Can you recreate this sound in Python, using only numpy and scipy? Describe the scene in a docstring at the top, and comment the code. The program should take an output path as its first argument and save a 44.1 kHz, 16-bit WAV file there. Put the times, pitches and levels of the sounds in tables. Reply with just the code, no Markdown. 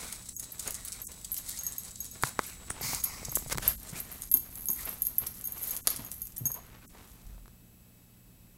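"""A living room with a stone hearth: a small dog digs at the slab, then lies down.
Claws click, skitter and rasp as random contacts through resonances; collar tags jingle as dying sine modes.
Paws and body scrape and thud, pads slap, and one hard double clack rings the stone.
A hand-held camera is knocked (contacts through resonances) and brushed by a sleeve (filtered noise).
Rumble, hiss and a hum lie underneath, with a thin electrical whine that falls away partway through."""
import sys
import numpy as np
from scipy import signal
from scipy.io import wavfile

SR = 44100
rng = np.random.default_rng(int(sys.argv[2]) if len(sys.argv) > 2 else 0)


def store_wav(level_fs):
    """Save 16-bit WAV to argv[1]."""
    pcm = np.round(np.clip(np.atleast_2d(level_fs), -1, 1) * 32767)
    wavfile.write(sys.argv[1], SR, pcm.T.astype(np.int16))


N = 377937
T = np.arange(N) / SR  # seconds

# Levels in the tables are relative: layers add their own trims in dB.
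# scrapes over the stone, at first paw strokes, late ones mostly the body sliding as it lies down:
# middle_s, rasp_force_db, half_length_s, rub_db, ring_db, ring_pitch_hz
SCRAPES = [(0.028, -47.5, 0.091, -49, -52, 2050), (0.263, -50, 0.009, -63, -80.5, 2000),
           (0.437, -50, 0.01, -54.5, -69, 1980), (0.67, -46, 0.03, -49.5, -54.5, 2120),
           (0.846, -56.5, 0.16, -57, -59.5, 2060), (1.25, -63, 0.011, -59, -69, 2020),
           (1.393, -48.5, 0.02, -60, -63, 1600), (1.51, -45, 0.047, -57.5, -57.5, 2040),
           (1.656, -54.5, 0.08, -56, -59, 1660), (1.874, -53, 0.018, -54, -68, 1880),
           (2.262, -43, 0.029, -47.5, -48.5, 1530), (2.464, -49, 0.062, -71, -53.5, 2200),
           (3.887, -53, 0.031, -52.5, -64, 2000), (3.97, -48, 0.025, -54.5, -52, 2250),
           (4.138, -58, 0.1, -55, -64, 2020), (4.821, -50, 0.036, -53.5, -53, 2170),
           (4.9, -51.5, 0.041, -49.5, -62, 1580), (5.066, -53, 0.017, -62, -79, 1990),
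           (5.26, -60, 0.041, -57.5, -74, 2000), (5.673, -50.5, 0.078, -48, -59, 2180),
           (5.994, -62.5, 0.11, -52, -77, 1900), (6.466, -62, 0.014, -47, -57, 1010),
           (6.505, -63, 0.0057, -49.5, -48, 940), (6.571, -69, 0.021, -55, -54.5, 950),
           (6.662, -77, 0.035, -66, -65, 1170), (6.828, -80, 0.0055, -68, -62, 2220),
           (6.946, -80, 0.0095, -73, -59, 1080)]
# colour of a claw click: frequency_hz, level_db
CLAW_COLOUR = [(300, -34), (2500, -10.5), (4500, -5.5), (7000, -2), (11000, -3.5), (13500, -6.5),
               (16000, -8.5)]
# ringing modes of the metal collar tags: frequency_hz, level_db, t60_s
TAG_RING_MODES = [(6590, -8, 0.06), (6640, -21, 0.09), (8400, -15, 0.018), (10450, -3, 0.022),
                  (10860, -2, .008), (11780, -1, 0.014), (12300, 1, .012), (12500, 1, 0.028),
                  (12640, 6, 0.046), (13200, -6, 0.012)]
# colour of tag edge meeting tag edge: frequency_hz, level_db
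TAG_EDGE_COLOUR = [(500, -48), (4500, -28), (7000, -31.5), (10500, -2.5), (12500, -8), (14000, -4.5),
                   (16000, -12.5)]
STEADY_FROM_S = 8.5  # light claw taps and uneven rub pressure end here


def amp(db):
    """Turns decibels into a gain."""
    return 10 ** (np.asarray(db) / 20)


def unit(x):
    """Scales to energy 1."""
    return x / np.sqrt(np.sum(x ** 2) + 1e-20)


def evened(x):
    """Scales to rms 1."""
    return unit(x) * np.sqrt(len(x))


def read(points, hz):
    """Reads a spectrum on a log-frequency axis."""
    f, value = np.transpose(points)
    return np.interp(np.log(hz + 1), np.log(f + 1), value)


def over_time(points):
    """Draws straight lines between (second, value) points across the scene."""
    return np.interp(T, *np.transpose(points))


def add(mix, s, sound):
    """Mixes a sound in at second s."""
    part = mix[max(round(s * SR), 0):][:len(sound)]
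    part += sound[:len(part)]


def response(points, size=2048):
    """Builds the causal, minimum-phase impulse response of a spectrum, at energy 1."""
    log_gain = np.log(amp(read(points, abs(np.fft.fftfreq(size, 1 / SR)))))
    spectrum = np.exp(np.conj(signal.hilbert(log_gain)))
    return unit(np.fft.ifft(spectrum).real[:size // 2])


def through(x, ring):
    """Lets x excite an impulse response."""
    return signal.fftconvolve(x, ring)[:len(x)]


def resonate(x, hz, width_hz):
    """One resonance of gain 1."""
    hz = min(hz, SR * .45)
    return signal.lfilter(*signal.iirpeak(hz, max(hz / width_hz, .5), SR), x)


def glide(x, hz, width_hz):
    """A steep resonance that follows the curve hz: shift down, smooth twice, shift back up."""
    turn = np.exp(2j * np.pi * np.cumsum(hz) / SR)
    r = np.exp(-np.pi * width_hz / SR)
    smoothed = signal.lfilter([(1 - r) ** 2], [1, -2 * r, r * r], x / turn)
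    return 2 * (turn * smoothed).real


def wander(hz, count=N):
    """Random drift: straight lines between normal random values, hz new values per second."""
    knots = rng.standard_normal(count // 16)
    return np.interp(T[:count] * hz, np.arange(len(knots)), knots)


def contacts(t, per_s, size_db, t60):
    """One hard contact followed by dying random rebounds."""
    chance, size = rng.random(len(t)), rng.standard_normal(len(t))
    train = (chance < per_s / SR) * size * amp(size_db - 60 * t / t60)
    train[0] = 1
    return train


def grit(per_s, spread_db):
    """Many random catches of uneven size, rms 1."""
    size = amp(spread_db * np.minimum(rng.exponential(1, N), 4))
    return evened((rng.random(N) < per_s / SR) * rng.standard_normal(N) * size)


def hand_rumble():
    """The hand on the camera: low filtered noise that follows the grip."""
    # rumble over time: time_s, level_db
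    grip = [(0, -56), (2.5, -55), (3.3, -48.5), (3.6, -45.5), (3.8, -53), (7, -56), (7.9, -63), (8.57, -60)]
    # colour of the rumble: frequency_hz, level_db
    rumble_colour = [(15, -8), (45, 4.5), (80, 0), (130, -10.5), (220, -7), (350, -19), (800, -47.5),
                     (3000, -74)]
    return through(rng.standard_normal(N), response(rumble_colour, size=8192)) * amp(over_time(grip))


def microphone_hiss():
    """Steady noise of the microphone."""
    # colour of the hiss: frequency_hz, level_db
    hiss_colour = [(50, 1.5), (210, 17), (330, 6.5), (600, 3.5), (1200, -3.5), (3000, -4), (8000, -5.5),
                   (12000, 1.5), (15500, 1)]
    return amp(-60.5) * through(rng.standard_normal(N), response(hiss_colour))


def steady_hum():
    """Steady sine tones, each from a random phase."""
    # hum tones: frequency_hz, rms_level_db
    hum_tones = [(118.4, -64.5), (177.6, -67), (2589, -80.5)]
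    return sum(amp(db) * np.sqrt(2) * np.sin(2 * np.pi * (hz * T + rng.random())) for hz, db in hum_tones)


def electrical_whine():
    """Thin sines on one slightly unsteady clock; the whine falls away, a faint whistle stays."""
    # whine tones: frequency_hz, level_db
    whine_tones = [(3878, -7.5), (7757, 4)]
    # whine over time: time_s, level_db
    whine_fall = [(0, -58), (3.58, -58), (3.72, -75), (8.57, -76)]
    clock = T + np.cumsum(0.00475 * wander(260)) / SR
    whine = sum(amp(db) * np.sin(2 * np.pi * hz * clock) for hz, db in whine_tones)
    whistle = amp(-72) * np.sin(2 * np.pi * 11640 * clock)
    return whistle + whine * amp(over_time(whine_fall))


def scrape_forces():
    """Forces of rasp and rub: the powers of continuous shuffling and each scrape's swell add up."""
    # fur and feet shuffling between the scrapes: time_s, rasp_db, rub_db
    shuffle = [(0.0, -55.5, -58.5), (1.15, -57, -59.5), (2.101, -56, -60), (2.6, -62, -55),
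               (2.8, -56.5, -49.5), (3.9, -60, -62), (4.5, -65, -59.5), (5.4, -61, -61), (6.3, -68, -62.5),
               (6.75, -76, -59.5), (7.0, -68, -63.5), (7.3, -71, -61.5), (7.7, -89, -75)]
    s, rasp_db, rub_db = np.transpose(shuffle)
    power = np.array([amp(np.interp(T, s, db)) for db in (rasp_db, rub_db)]) ** 2
    for s, force_db, half_s, rub_db, _, _ in SCRAPES:
        near = abs(T - s) < .25
        swell = np.exp(-((T[near] - s) / half_s) ** 2)
        power[:, near] += amp([[force_db], [rub_db]]) ** 2 * swell
    return np.sqrt(power)


def claw_rasp(rasp_force):
    """Claws catch on countless grains; they stick and slip, so the rasp comes in clumps."""
    # colour of the rasp: frequency_hz, level_db
    rasp_colour = [(1500, -39), (3000, -10.5), (4000, 1), (5000, -1), (6600, 2), (8500, 5), (10500, 1),
                   (12500, -5), (14000, -5.5), (16000, -5.5)]
    flutter_db = 2 * wander(110)
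    slip_db = 2 * wander(40)
    drag = grit(per_s=6000, spread_db=2.2) * rasp_force * amp(flutter_db + slip_db)
    return amp(2.5) * through(drag, response(rasp_colour))


def slab_ring():
    """The stone under each scrape rings in a few broad bands that climb, waver and swell."""
    # scraped-slab bands: multiple_of_ring_pitch, width_as_share_of_ring_pitch, level_db
    scrape_bands = [(.66, .26, -2.5), (1, .24, -0.5), (1.64, .3, -6.5)]
    glide_per_s, waver, waver_hz = 0.69, 0.093, 29.2  # glide and waver as shares of the ring pitch
    swell_db, swell_hz = 2.5, 45
    out, grains = np.zeros(N), grit(per_s=2000, spread_db=0.5)
    for s, _, half_s, _, ring_db, hz in SCRAPES:
        near = abs(T - s) < .25
        t = T[near] - s
        pitch = hz * (1 + glide_per_s * t + waver * wander(waver_hz, count=len(t)))
        ring = np.zeros(len(t))
        for ratio, width, db in scrape_bands:
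            band = evened(glide(grains[near], pitch * ratio, hz * width))
            ring += amp(db + swell_db * wander(swell_hz, count=len(t))) * band
        out[near] += amp(ring_db) * np.exp(-.5 * (t / half_s) ** 2) * evened(ring)
    return out


def light_skitter(rasp_force):
    """Now and then a claw taps lightly and skitters: sparse catches trigger a dying burst."""
    taps = grit(per_s=12.3, spread_db=-5.0) * rasp_force * (T < STEADY_FROM_S)
    t = T[T < .1]
    burst = rng.standard_normal(len(t)) * amp(-60 * t / 0.044)  # t60 in seconds
    return amp(-3) * through(taps, unit(through(burst, response(CLAW_COLOUR))))


def shaken_tags(rasp_force):
    """The effort shakes the tags into light flurries: their edges tick and their long modes build up."""
    # how freely the tags shiver: time_s, level_db
    shiver_freedom = [(0, -8), (3.6, 5), (4.3, 19), (4.62, 27.5), (4.82, 12), (5.1, 20), (5.5, 17),
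                      (5.68, 18), (6.0, 18.5), (6.5, 22.5), (6.8, 12)]
    flurry_db = 4.5 * np.minimum(wander(30), 1)
    touches = grit(per_s=900, spread_db=1) * rasp_force * amp(over_time(shiver_freedom) + flurry_db)
    shiver = sum(amp(db) * resonate(touches, hz, 5 / t60) for hz, db, t60 in TAG_RING_MODES if t60 > .025)
    rattle = amp(-14) * through(touches, response(TAG_EDGE_COLOUR))
    return shiver + rattle


def soft_rub(rub_force):
    """Pads and body rub the stone as fine noise, pressing unevenly."""
    # colour of the rub: frequency_hz, level_db
    rub_colour = [(100, 7), (300, 4), (600, 3.5), (1200, 2.5), (1600, -0.5), (2100, 0), (3000, -3.5),
                  (4500, -7.5), (7000, -11), (16000, -38)]
    friction = grit(per_s=2500, spread_db=1.5) * rub_force * amp(2 * wander(70))
    pressure_db = 4 * wander(21.755) * (T < STEADY_FROM_S)
    return amp(-3.0) * through(friction * amp(pressure_db), response(rub_colour))


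def scraping():
    """Each scrape swells and fades as rasp, rub and slab ring, and the effort shakes the tags."""
    rasp_force, rub_force = scrape_forces()
    claw_sound = claw_rasp(rasp_force) + light_skitter(rasp_force)
    return claw_sound + slab_ring() + shaken_tags(rasp_force) + soft_rub(rub_force)


def claws():
    """Each claw snaps onto the stone and skitters; the nail rings briefly and the slab knocks."""
    # the loudest claw landings: start_s, level_db, click_pitch_hz, skitter_db (relative)
    landings = [(0.072, -40, 10100, -12), (0.1183, -30, 8100, -1), (0.1266, -24, 8800, -36),
                (0.2879, -24.5, 7700, -17), (0.394, -22.5, 9850, -7), (0.4241, -31, 8900, -12),
                (0.5936, -21.5, 9150, -13), (0.5976, -25.5, 7540, -6), (0.6756, -19.5, 10200, -24),
                (0.7066, -21.5, 11400, -3), (0.7437, -23, 9150, -6), (0.751, -26, 9500, -22),
                (0.759, -37, 8500, -29), (0.8493, -25, 12600, -7), (0.8813, -25, 9900, -14),
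                (0.9211, -22.5, 6800, -18), (1.0676, -25, 7850, -6), (1.2453, -23.5, 7550, -16),
                (1.3425, -22, 11000, 6), (1.4918, -22.5, 12500, 1), (1.574, -26, 6600, 2),
                (1.6671, -31, 6700, -29), (1.7214, -26, 8200, 3), (1.8345, -33, 9500, -17),
                (1.8437, -29, 9500, -14), (1.9088, -30.5, 7900, -21), (2.0451, -27, 9100, -18),
                (1.956, -30, 7060, -6), (2.054, -30.5, 7450, -16), (2.2242, -21, 10000, 0),
                (2.286, -29, 8500, -9), (2.699, -19, 8040, -5), (2.9477, -18.5, 8900, -30),
                (3.038, -16, 11900, -21), (3.2492, -22.5, 8160, 3), (3.356, -14.5, 9200, -9),
                (3.3834, -23, 12200, -23), (3.472, -30, 9850, -7), (3.8298, -32, 12800, -14),
                (3.889, -29, 9050, -14), (4.1234, -32, 12000, -4), (4.2192, -23, 10400, -11),
                (4.2271, -29, 9500, -18), (4.5536, -31, 10800, -3), (4.855, -32, 12700, -19),
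                (5.268, -21, 11500, -4), (5.4098, -29.5, 11800, 4), (5.763, -20, 11960, -7),
                (5.7708, -25.5, 11000, -19), (5.9607, -22.5, 11200, -12), (5.9725, -32, 11100, -21),
                (6.116, -23, 10700, -14), (6.1313, -34, 11500, -16), (6.2709, -30, 13200, -27),
                (6.3635, -26.5, 10100, -9)]
    # colour of the slab's knock: frequency_hz, level_db
    slab_colour = [(100, -14), (450, -5), (750, -18), (1150, -13), (1900, 23), (3300, 12), (5000, -14),
                   (9000, -41), (16000, -55)]
    nail_width_hz, slab_db = 3800, -24.5
    out, t = np.zeros(N), np.arange(3000) / SR
    click, slab = response(CLAW_COLOUR), response(slab_colour)
    for s, db, hz, skitter_db in landings:
        snap = contacts(t, per_s=9000, size_db=-4, t60=.007)
        slips = through(snap, contacts(t, per_s=650, size_db=skitter_db + 23.5, t60=0.049))
        nail = through(slips, click)
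        nail = unit(unit(resonate(nail, hz, nail_width_hz)) + amp(-26.0) * unit(nail))
        knock = amp(slab_db) * unit(through(slips, slab))
        add(out, s, amp(db + 13.0) * (nail + knock))
    return out


def tags():
    """The tags chatter against each other; every strike shifts and rebalances their dying modes."""
    # the loudest tag strikes: start_s, top_level_db, low_ring_db
    tag_strikes = [(0.365, -34, -24.5), (0.398, -38, -30), (0.52, -34, -53), (0.6722, -41, -26.5),
                   (0.85, -41, -47), (1.0175, -33, -39), (1.045, -41, -50), (1.318, -26.5, -48),
                   (1.3275, -29, -47), (1.376, -29, -34), (1.589, -33.5, -24.5), (1.61, -52, -27),
                   (1.635, -33.5, -33), (1.6535, -40, -38), (1.666, -25.5, -22), (1.782, -28, -29.5),
                   (2.004, -30.5, -26), (2.1133, -40, -34.5), (2.4648, -35, -47), (2.813, -30.5, -40),
                   (3.0011, -47, -28.5), (3.0408, -17, -23.5), (3.294, -39, -29.5), (3.3177, -30, -49),
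                   (3.333, -37, -46), (3.3543, -19.5, -33), (3.678, -12.5, -41), (4.002, -28, -60),
                   (4.116, -35, -62), (4.315, -16, -63), (4.3402, -11, -25), (4.3715, -24, -45),
                   (4.657, -27, -59), (4.671, -30, -51), (4.6857, -24, -20), (4.7025, -23, -50),
                   (4.7135, -24, -42), (4.732, -25, -41), (4.761, -32, -50), (4.855, -29, -55),
                   (4.8917, -29, -51), (4.9276, -33, -60), (4.9415, -35, -57), (5.02, -15.5, -31),
                   (5.0517, -29, -42), (5.069, -22.5, -40), (5.1825, -17, -39), (5.269, -26.5, -51),
                   (5.442, -32, -33.5), (5.454, -26, -38), (5.473, -27.5, -41), (5.5215, -31.5, -41),
                   (5.581, -36, -46), (5.6308, -28, -36), (5.708, -25.5, -28.5), (5.9035, -23.5, -38),
                   (6.048, -35, -37), (6.0636, -39, -38), (6.218, -28, -36.5), (6.2535, -38, -53),
                   (6.381, -30.5, -41), (6.4556, -24, -17), (6.466, -19, -24), (6.5172, -29, -30),
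                   (6.5419, -32, -32)]
    out, t = np.zeros(N), np.arange(8000) / SR
    tick = response(TAG_EDGE_COLOUR)
    for s, top_db, low_db in tag_strikes:
        middle_db = top_db - 6
        chatter = contacts(t, per_s=650, size_db=-7.5, t60=0.03)
        balance = [(6700, low_db + 22.5), (8000, middle_db + 18.5),
                   (11400, middle_db + 14.0), (12200, top_db + 11.5)]  # (Hz, dB)
        for hz, db, t60 in TAG_RING_MODES:
            spread_hz = 25 + 130 * np.exp(-t60 / 0.025)  # damped modes shift most with the contact
            pitch = hz + spread_hz * rng.standard_normal()
            ring = amp(-60 * t / t60) * np.sin(2 * np.pi * (pitch * t + rng.random()))
            add(out, s, amp(db + read(balance, hz)) * unit(through(chatter, ring)))
        scuff = through(chatter, contacts(t, per_s=3800, size_db=-4.0, t60=0.055))
        add(out, s, amp(middle_db + 16.5) * unit(through(scuff, tick)))
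    # the small tags radiate little below 4350 Hz
    return signal.sosfilt(signal.butter(N=2, Wn=4350, btype="highpass", fs=SR, output="sos"), out)


def knocks():
    """Dry knocks with a tick above, a hollow thump and a low bump below: contacts through resonances."""
    # dry knocks, the last three small taps as the dog settles:
    # start_s, level_db, pitch_hz, tick_db (relative), low_bump_db
    dry_knocks = [(2.236, 1.5, 1500, -8.5, -4), (2.392, 1, 1230, -19, -20), (2.7043, -11.5, 1570, -29, -15),
                  (2.811, -18.5, 690, -15, -15), (2.933, -13.5, 850, -4, -15),
                  (3.218, -32, 500, -20, -16.5), (3.23, -23.5, 650, -16, -24),
                  (3.284, -22.5, 600, -20, -11), (3.325, -22, 900, -8, -22),
                  (3.371, -11.5, 870, -20.5, -20), (3.423, -31, 600, -20, -22),
                  (3.462, -24, 600, -12, -11.5), (3.499, -21.5, 1100, 5, -29), (3.511, -40, 1000, 0, -30),
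                  (3.5273, -27, 1800, 22, -27), (3.547, -20.5, 1500, 0, -47), (3.553, -20, 710, -9, -7.5),
                  (3.575, -22, 1400, 10, -25), (3.583, -9, 1800, 0, -14.5), (3.596, -25, 587, -13, -41),
                  (7.38, -36.5, 700, -18, -38), (7.458, -34, 1420, -15, -32), (7.48, -34, 1200, -3, -32)]
    # colour of the tick: frequency_hz, level_db
    tick_colour = [(100, 3.5), (450, 0.5), (1400, -1.5), (2000, 0), (2600, -4), (4000, 9), (9000, 8),
                   (16000, 3)]
    hollow_hz, hollow_width_hz = 345, 197
    hollow_db, hollow_growth = -6.5, 0.85  # growth in dB per dB of level, so soft knocks are less bright
    bump_hz, bump_t60_s = 133, 0.057
    out, t = np.zeros(N), np.arange(2000) / SR
    colour = response(tick_colour)
    dull = signal.butter(N=6, Wn=2200, fs=SR, output="sos")  # the woody body has little above this
    bump = unit(np.sin(2 * np.pi * bump_hz * t) * amp(-60 * t / bump_t60_s))
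    for s, db, hz, tick_db, bump_db in dry_knocks:
        tap = through(contacts(t, per_s=4900, size_db=-13, t60=0.014), colour)
        body = signal.sosfilt(dull, resonate(tap, hz, hz * 0.7))
        thump = resonate(tap, hollow_hz, hollow_width_hz)
        woody = amp(db) * (unit(body) + amp(tick_db) * unit(tap))
        hollow = amp(hollow_db + hollow_growth * db) * unit(thump)
        add(out, s, woody + hollow + amp(bump_db) * bump)
    return out


def sleeve():
    """Cloth slides close to the microphone: each uneven swish rises, holds and fades as its hollows shift."""
    # brushes: start_s, hold_s, level_db, fade_db_per_s, hollow_ring_db (relative), treble_db (relative)
    brushes = [(2.832, 0.11, -38, 150, 8.5, 3.5), (3.051, 0.098, -48, 45, 14, -1.5),
               (3.525, 0.0033, -28.5, 1500, 2.5, -6), (3.629, 0.074, -36.5, 382, -7, -7.5)]
    # hollow resonances: frequency_hz, width_hz, level_db
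    hollow_modes = [(1120, 650, -4), (2100, 650, -2.5), (5200, 1500, -6)]
    # colour of the swish: frequency_hz, level_db
    cloth_colour = [(150, 7.5), (350, 2), (600, 6.5), (1150, 1.5), (1600, 7.5), (2200, 2.5), (3100, 4),
                    (4000, 1), (5800, 0.5), (8000, 1), (12000, 2), (16000, -29)]
    # colour of the treble: frequency_hz, level_db
    fizz_colour = [(500, -26), (3300, -10), (4500, 6), (5600, 0), (6500, 6), (8000, 1), (12000, -0.5),
                   (16000, 1.5)]
    rise_db_per_s = 746
    shift, shift_hz, swell_db = .025, 45, 1.5  # shift as a share of each hollow's pitch
    t = np.arange(SR * 3 // 4) / SR - .1  # the rise comes before time 0
    out, count = np.zeros(N), len(t)
    cloth, fizz = response(cloth_colour), response(fizz_colour)
    for s, hold, db, fade, ring_db, treble_db in brushes:
        level_db = db - rise_db_per_s * np.maximum(-t, 0) - fade * np.maximum(t - hold, 0)
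        fibres = rng.standard_normal(count) * amp(level_db + 2.2 * wander(130, count))
        hollow = np.zeros(count)
        for hz, width, mode_db in hollow_modes:
            swell = amp(mode_db + swell_db * wander(shift_hz, count))
            hollow += swell * glide(fibres, hz * (1 + shift * wander(shift_hz, count)), width)
        swish = through(fibres, cloth) / np.sqrt(1 + amp(ring_db))  # the hollows take over from the swish
        treble = through(rng.standard_normal(count) * amp(level_db), fizz)
        add(out, s + t[0], swish + amp(ring_db) * hollow + amp(treble_db) * treble)
    return out


def thuds():
    """Soft weight of paws and body on the hearth: a low, quickly damped push of sine and noise."""
    # landings: start_s, level_db, pitch_hz
    soft_landings = [(2.831, -35.5, 125), (2.885, -41, 169), (3.641, -40.5, 51), (3.687, -45, 102),
                     (3.927, -36, 125), (4.345, -43.5, 240), (4.692, -49, 147), (5.213, -43, 113),
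                     (5.991, -40, 126), (6.408, -33.5, 131), (6.413, -53, 225), (6.452, -38.5, 134),
                     (7.254, -41, 39.3), (7.319, -50, 41.4)]
    out, t = np.zeros(N), np.arange(SR // 2) / SR
    for s, db, hz in soft_landings:
        width_hz = hz * 0.52
        fur = evened(resonate(resonate(rng.standard_normal(len(t)), hz, width_hz), hz, width_hz))
        push = np.sin(2 * np.pi * hz * t) + 1.6 * fur
        decay_db = -60 * t * hz / 18.3  # down 60 dB after 18.3 cycles
        add(out, s, amp(db - 2.0 + decay_db) * (1 - np.exp(-t / 0.0014)) * push)
    return out


def pats():
    """A soft pad slaps the slab: dense dying contacts through a dull colour."""
    # slaps: start_s, level_db
    pad_slaps = [(4.346, -17), (4.691, -17), (5.211, -27), (5.991, -21), (6.504, -38), (6.949, -30)]
    # colour of a slap: frequency_hz, level_db
    slap_colour = [(100, -14), (330, 5), (500, -6), (680, -12), (960, -0.5), (1300, -13.5), (2100, -16),
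                   (5000, -18), (16000, -52)]
    out, t, slap = np.zeros(N), np.arange(3000) / SR, response(slap_colour)
    for s, db in pad_slaps:
        add(out, s, amp(db) * unit(through(contacts(t, per_s=1500, size_db=4, t60=0.11), slap)))
    return out


def clack():
    """A hard blow and its rebound ring the stone in dying sine modes from low to high."""
    # blow and rebound: start_s, level_db
    blows = [(5.8724, 11), (5.8766, 8)]
    # modes of the stone: frequency_hz, level_db, t60_s
    stone_modes = [(480, -13, 0.053), (654, -19, 0.041), (1174, -12.5, 0.02), (1520, -13, 0.022),
                   (2340, -14.5, 0.012), (3400, -8, 0.002), (4650, -7, 0.0037), (6870, -7.5, 0.004),
                   (9350, -8, 0.0066), (10500, 2, 0.0011), (11400, 1, 0.004), (13400, -7, .004)]
    out, t = np.zeros(N), np.arange(4000) / SR
    for s, level_db in blows:
        ring = np.zeros(len(t))
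        for hz, db, t60 in stone_modes:
            tone = np.sin(2 * np.pi * (hz * t + rng.random()))
            ring += amp(db) * unit(amp(-60 * t / t60) * tone)
        add(out, s, amp(level_db - 6.5) * unit(ring))
    return out


def room(x):
    """Scattered reflections from fireplace and walls, each band dying at its own speed."""
    # reverberation: frequency_hz, t60_s
    room_decay = [(100, 0.53), (500, 0.18), (2000, 0.45), (6000, 0.35), (12000, 0.22), (16000, 0.26)]
    taps = rng.choice([-1., 1.], SR) * (rng.random(SR) < 4000 / SR) * (T[:SR] > .004)
    hz, t, z = signal.stft(taps, SR, nperseg=256)
    fading = z * amp(-60 * t / read(room_decay, hz)[:, None])
    tail = signal.istft(fading, SR, nperseg=256)[1]
    return through(x, unit(tail))


def dipped(x):
    """Now and then the midrange drops away for a moment."""
    # dips: middle_s, half_length_s of the deepest part (stretched slightly below)
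    midrange_dips = [(0.361, 0.02), (1.062, 0.017), (3.023, 0.0023), (3.769, 0.0041), (4.304, 0.0055),
                     (5.828, 0.011), (6.876, 0.012)]
    low_hz, high_hz, depth = 430, 5760, 0.99
    band = signal.butter(N=4, Wn=[low_hz, high_hz], btype="bandpass", fs=SR, output="sos")
    middle = signal.sosfiltfilt(band, x)
    gap = sum(np.clip(2 - 2 * abs(T - s) / (half_s * 2.02), 0, 1) for s, half_s in midrange_dips)
    return x - depth * gap * middle


def scene():
    """Sums the sources, the room's answer to dog and knocks, the sleeve and the background."""
    background = hand_rumble() + microphone_hiss() + steady_hum() + electrical_whine()
    scrape, clicks, jingle, knock = scraping(), claws(), tags(), knocks()
    brush, thud, blow = sleeve(), thuds() + pats(), clack()
    to_room = amp(-10.0) * clicks + amp(-7.5) * blow + amp(-7.0) * jingle
    to_room += amp(-11.5) * scrape + amp(-8.5) * thud + amp(-25.0) * knock
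    direct = clicks + blow + jingle + scrape + thud + knock
    mono = direct + room(to_room) + brush + background
    return np.tile(dipped(mono), (2, 1))


def record(dry):
    """One microphone on both channels, with a steep band limit at 15850 Hz."""
    band_limit = signal.firwin(401, 15850, window=("kaiser", 7), fs=SR)
    return signal.oaconvolve(dry, band_limit[None], "same")


dry = scene()
out = record(dry)
store_wav(out)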